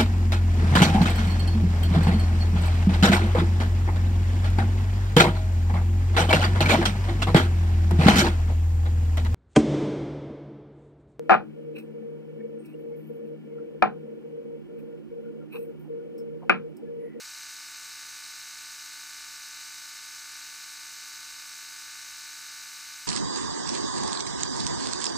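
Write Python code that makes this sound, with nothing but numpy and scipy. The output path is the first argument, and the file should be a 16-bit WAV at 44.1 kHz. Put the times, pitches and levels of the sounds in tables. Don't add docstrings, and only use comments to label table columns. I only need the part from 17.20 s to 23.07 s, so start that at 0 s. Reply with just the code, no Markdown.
import sys
import numpy as np
from scipy import signal
from scipy.fft import rfft, irfft, next_fast_len
from scipy.io import wavfile
from scipy.ndimage import uniform_filter1d

SR = 44100
rng = np.random.default_rng(int(sys.argv[2]) if len(sys.argv) > 2 else 0)


def wav_out(sig):
    wavfile.write(sys.argv[1], SR, np.round(np.clip(np.atleast_2d(sig).T, -1, 1) * 32767).astype(np.int16))


def attenuation_scalar(level_db):
    decades = np.asarray(level_db, float) / 20
    return 10 ** decades


N = 258867

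# start_s, shaft_speed_hz
SHAFT_SPEED = [(0, 150.87), (.3, 150.63), (.94, 150.61), (1.1, 150.66), (1.69, 150.52), (1.94, 150.72),
               (2.1, 150.43), (2.55, 150.63), (2.92, 150.85), (3.3, 150.54), (3.78, 150.92), (3.95, 150.6),
               (4.2, 150.89), (4.44, 150.53), (4.82, 150.93), (5.23, 150.5), (5.58, 150.8), (5.87, 150.7)]


def shaft_speed(t):
    start_s, speed_hz = np.transpose(SHAFT_SPEED)
    return np.interp(t, start_s, speed_hz)


# settled_share, extra_share at the start, settling_time_s, share_per_hz above the set speed
RACE_RHYTHM = (.65, .0085, 2.4, -.004)
SLIP_RHYTHM = (.195, .03, .35, .07)


def bearing_turns(t, hz):
    race_hz = hz * rhythm(t, hz, *RACE_RHYTHM)
    slip_hz = hz * rhythm(t, hz, *SLIP_RHYTHM)
    skids_hz = 1.476 * spread(slow(hz=11.8)[0])
    return np.cumsum(race_hz) / SR, np.cumsum(slip_hz + skids_hz) / SR


def rhythm(t, hz, settled, extra, settle_s, per_hz):
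    set_hz = 150.67
    return settled + extra * np.exp(-t / settle_s) + per_hz * (hz - set_hz)


SHAFT_TONES = [-79.5, -74.9, -95.9, -87.1, -78.7, -65.8, -74.4, -65.8, -66.9, -56.5, -61.5, -70.2, -80.6,
               -67.4, -72.1, -73.5, -78.8, -75.4, -92.9, -74.3, -92.9, -80.1, -78.3, -79.9, -85.0, -72.4,
               -83.0, -84.2, -81.1, -74.2, -68.9, -84.2, -67.8, -84.0, -76.4, -74.1]
RACE_TONES = [-101.1, -81.3, -96.3, -78.9, -81.5, -64.1, -74.2, -61.1, -69.7, -60.6, -80.0, -62.5, -63.7,
              -61.9, -66.2, -68.7, -72.7, -64.4, -76.9, -74.4, -74.5, -73.4, -62.8, -62.5, -61.0, -71.7,
              -62.3, -71.9, -66.4, -80.6, -65.5, -72.8, -71.9, -82.8, -69.4, -76.5, -84.0, -71.8, -80.9,
              -75.6, -70.3, -82.0, -73.7, -83.5, -70.3]
RACE_TWICE_TONES = [-72.9, -79.9, -74.4, -76.3, -79.8, -74.6, -76.9, -81.8, -84.3, -74.6, -69.1, -62.1,
                    -84.1, -85.1, -62.2, -74.9, -76.0, -80.6, -68.7, -69.9, -64.1, -64.1, -65.6, -78.4,
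                    -62.6, -65.3, -62.3, -74.7, -61.3, -81.4, -68.5, -84.3, -68.6, -72.7, -83.9]
RACE_THRICE_TONES = [-74.5, -74.2, -73.1, -70.3, -72.5, -71.3, -84.9, -77.9, -85.7, -81.3, -83.5, -81.1,
                     -71.9, -83.2, -73.4, -78.9, -84.2, -77.3, -76.4, -73.1, -75.7, -86.0, -86.4]
RACE_LESS_SLIP_TONES = [-97.8, -97.8, -78.1, -85.0, -72.1, -90.1, -71.7, -80.1, -88.5, -89.4, -88.9, -82.0,
                        -82.9, -91.3, -89.0, -94.6]
SLIP_TONES = [-96.0, -95.1, -82.8, -86.9, -67.5, -78.5, -71.6, -88.7, -76.2, -81.6, -65.2, -70.0, -68.9,
              -71.8, -65.8, -77.3, -79.9, -78.4, -95.8, -94.8, -90.7, -76.0, -73.3, -69.2, -68.7, -84.9,
              -84.0, -70.5, -68.8, -75.8, -73.7, -73.9, -71.2, -83.2, -85.3, -82.1, -74.1, -72.4, -75.4,
              -70.7, -75.2]
RACE_AND_SLIP_TONES = [-89.9, -75.3, -89.0, -89.6, -87.9, -76.8, -95.9, -80.4, -83.5, -78.5, -79.8, -63.1,
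                       -68.8, -76.6, -71.7, -63.0, -70.6, -66.3, -66.5, -82.7, -84.0, -64.5, -79.0, -76.7,
                       -66.2, -66.8, -70.1, -82.4, -70.8, -81.9, -83.5]
SLIP_TWICE_TONES = [-81.5, -78.7, -70.8, -73.1, -66.3, -70.8, -62.5, -71.9, -66.1, -67.5, -79.3, -68.8,
                    -72.7, -75.9, -80.3, -87.3, -72.3, -80.6, -69.9]
RACE_SLIP_TWICE_TONES = [-85.4, -73.7, -74.9, -68.5, -71.0, -66.0, -74.4, -72.6, -65.8, -79.0, -72.2, -68.9,
                         -72.6, -68.7, -68.9, -69.7, -71.5, -73.1, -71.1, -75.3, -73.4]
RACE_TWICE_SLIP_TONES = [-75.7, -74.8, -72.1, -84.4, -84.7, -77.2, -71.8, -83.0, -71.9, -88.0, -74.6, -71.7,
                         -70.1, -75.4, -74.1, -68.3, -73.1, -75.0, -67.6, -81.0, -76.8, -74.5, -75.0]


def can_tones(turns, race, slip):
    can = rng.random(len(RACE_TONES) + 2)
    shaft = comb(turns, 0, SHAFT_TONES, order=1, waver=0.052, scatter=0, start=can)

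    steady = comb(turns, race, RACE_TONES, order=2, waver=0.057, scatter=0.065, start=can[2:])
    steady += comb(turns, 2 * race, RACE_TWICE_TONES, order=13, waver=0.077)
    steady += comb(turns, 3 * race, RACE_THRICE_TONES, order=27, waver=0.13)

    blurred = comb(turns, race - slip, RACE_LESS_SLIP_TONES, order=5, waver=0.12, scatter=1)
    blurred += comb(turns, slip, SLIP_TONES, order=4, waver=0.12, scatter=0.98)
    blurred += comb(turns, race + slip, RACE_AND_SLIP_TONES, order=14, waver=0.11)
    blurred += comb(turns, 2 * slip, SLIP_TWICE_TONES, order=22, waver=0.13)
    blurred += comb(turns, race + 2 * slip, RACE_SLIP_TWICE_TONES, order=27, waver=0.15)
    blurred += comb(turns, 2 * race + slip, RACE_TWICE_SLIP_TONES, order=27, waver=0.12)

    balls = 7
    ball = np.exp(2j * np.pi * (turns + race) / balls)
    shaft *= 1 + 0.015 * ball - 0.057 / ball + 0.032 * ball ** 3
    steady *= 1 - 0.14 / ball + 0.095 * ball + 0.036 * ball ** 2 + 0.056 * ball ** 3
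    return (shaft + steady + blurred).real


def comb(turns, shift, levels_db, order, waver, scatter=0.25, start=None):
    step = np.exp(2j * np.pi * turns)
    tone = np.exp(2j * np.pi * (order * turns + shift))
    if start is None:
        start = rng.random(2)[np.arange(len(levels_db)) % 2]
    start = start[:len(levels_db)] + scatter * rng.standard_normal(len(levels_db))
    strength = 1 + waver * spread(slow(hz=3.0)[0])
    out = np.zeros(N, complex)
    for db, phase in zip(levels_db, start):
        out += attenuation_scalar(db) * np.exp(2j * np.pi * phase) * tone
        tone *= step
    return np.sqrt(2) * strength * out


# distance_shaft_orders, level_db (rms)
SWITCHING_TONES = [(-2, -60), (0, -66), (1, -72), (2, -63), (5, -72), (10, -81)]


def switching(turns):
    switch_hz = 8023.7
    carrier = switch_hz * np.arange(N) / SR
    whistle = np.zeros(N)
    for orders, db in SWITCHING_TONES:
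        phase = carrier + orders * turns + rng.random()
        whistle += np.sqrt(2) * attenuation_scalar(db) * np.cos(2 * np.pi * phase)
    return whistle


# pitch_hz, level_db (per Hz)
LOW_RATTLE = [(701, -110), (1006, -100.5), (1195, -90.5), (1300, -91), (1465, -88.5), (1706, -87.5),
              (1971, -91.5), (2123, -88.5), (2439, -88.5), (2680, -88.5), (2860, -91), (3009, -92),
              (3181, -97), (3399, -93.5)]
HIGH_RATTLE = [(3400, -96), (3750, -89.5), (3952, -81.5), (4169, -87.5), (4297, -84), (4948, -84.5),
               (5294, -84.5), (5447, -81), (5660, -92), (5800, -82.5), (6018, -81.5), (6503, -81.5),
               (6862, -84), (7599, -86)]
LOW_RATTLE_THROB = [0.26, 0.22, .06, 0.21]
HIGH_RATTLE_THROB = [0.055, 0.38, 0.067, 0.12]


def rattle(turns, shake, gust, beat):
    low = throbbing(turns, LOW_RATTLE_THROB, LOW_RATTLE, attenuation_scalar(0.6 * gust))
    high = throbbing(turns, HIGH_RATTLE_THROB, HIGH_RATTLE, attenuation_scalar(0.57 * shake + 1.8 * beat))
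    return low + high


# pitch_hz, level_db (per Hz)
AIR_HISS = [(7601, -84.6), (8948, -86.4), (9350, -92.6), (9653, -96.1), (9883, -90.2), (10401, -93.2),
            (11003, -91.2), (11392, -99.2), (12109, -93.2), (13349, -91.8), (13944, -91.3), (14451, -96.2),
            (15089, -91.2), (15600, -95)]
AIR_THROB = [0.027, .04, .02, 0.15]


def air_hiss(turns, shake, gust, beat):
    flicker = attenuation_scalar(0.66 * shake + 0.49 * gust + 0.58 * beat)
    return throbbing(turns, AIR_THROB, AIR_HISS, flicker)


def throbbing(turns, depths, spectrum, flicker):
    swell = np.ones(N)
    for order, depth in enumerate(depths, start=1):
        swell += depth * np.cos(2 * np.pi * (order * turns + rng.random()))
    swell *= flicker
    swell /= np.sqrt(np.mean(swell ** 2))
    return colour(rng.standard_normal(N) * swell, spectrum)


# pitch_hz, level_db (per Hz)
ROOM_RUMBLE = [(8, -112), (34, -110), (45, -96), (56, -105), (67, -92.5), (78, -107), (91, -99), (102, -97),
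               (125, -110), (140, -116)]
ROOM_HUSH = [(110, -116), (140, -107), (220, -111), (330, -108), (390, -112), (480, -108), (700, -110)]


def room(t):
    rumble_swell, hush_swell = (spread(c) for c in slow(hz=0.4, count=2))
    rumble_db = 0.5 * rumble_swell
    hush_db = 2.5 - 1.0 * t + 1.6 * hush_swell
    rumble = colour(rng.standard_normal(N), ROOM_RUMBLE) * attenuation_scalar(rumble_db)
    hush = colour(rng.standard_normal(N), ROOM_HUSH) * attenuation_scalar(hush_db)
    return rumble + hush


def slow(hz, count=1):
    steps = rng.standard_normal((count, N * 100 // SR + 2))
    drift = signal.lfilter([1], [1, -np.exp(-2 * np.pi * hz / 100)], steps)
    return drift / drift.std(1, keepdims=True)


def spread(curve):
    return np.interp(np.arange(N), np.linspace(0, N, len(curve)), curve)


def colour(x, points):
    hz, db = np.transpose(points)
    size = next_fast_len(N)
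    grid = np.fft.rfftfreq(size, 1 / SR) + 1e-3
    gain = attenuation_scalar(np.interp(np.log(grid), np.log(hz), db, -200, -200))
    return irfft(rfft(x, size) * gain * np.sqrt(SR / 2), size)[:N]


def scene():
    t = np.arange(N) / SR
    hz = shaft_speed(t)
    turns = np.cumsum(hz) / SR
    race, slip = bearing_turns(t, hz)
    shake, gust = (spread(c) for c in slow(hz=45, count=2))
    shake, gust = (c - uniform_filter1d(c, SR // 8) for c in (shake, gust))
    beat = np.cos(2 * np.pi * (turns + slip - race))
    motor = can_tones(turns, race, slip) + switching(turns)
    noise = rattle(turns, shake, gust, beat) + air_hiss(turns, shake, gust, beat)
    mono = motor + noise + room(t)
    return np.array([mono, mono])


def band_limit(x):
    return signal.sosfilt(signal.butter(12, 15860, fs=SR, output="sos"), x)


def record(dry):
    edge = signal.firwin(1023, 15285, window=("kaiser", 9), fs=SR)
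    mix = signal.oaconvolve(dry, edge[None], "same")
    return band_limit(mix)


dry = scene()
out = record(dry)
wav_out(out)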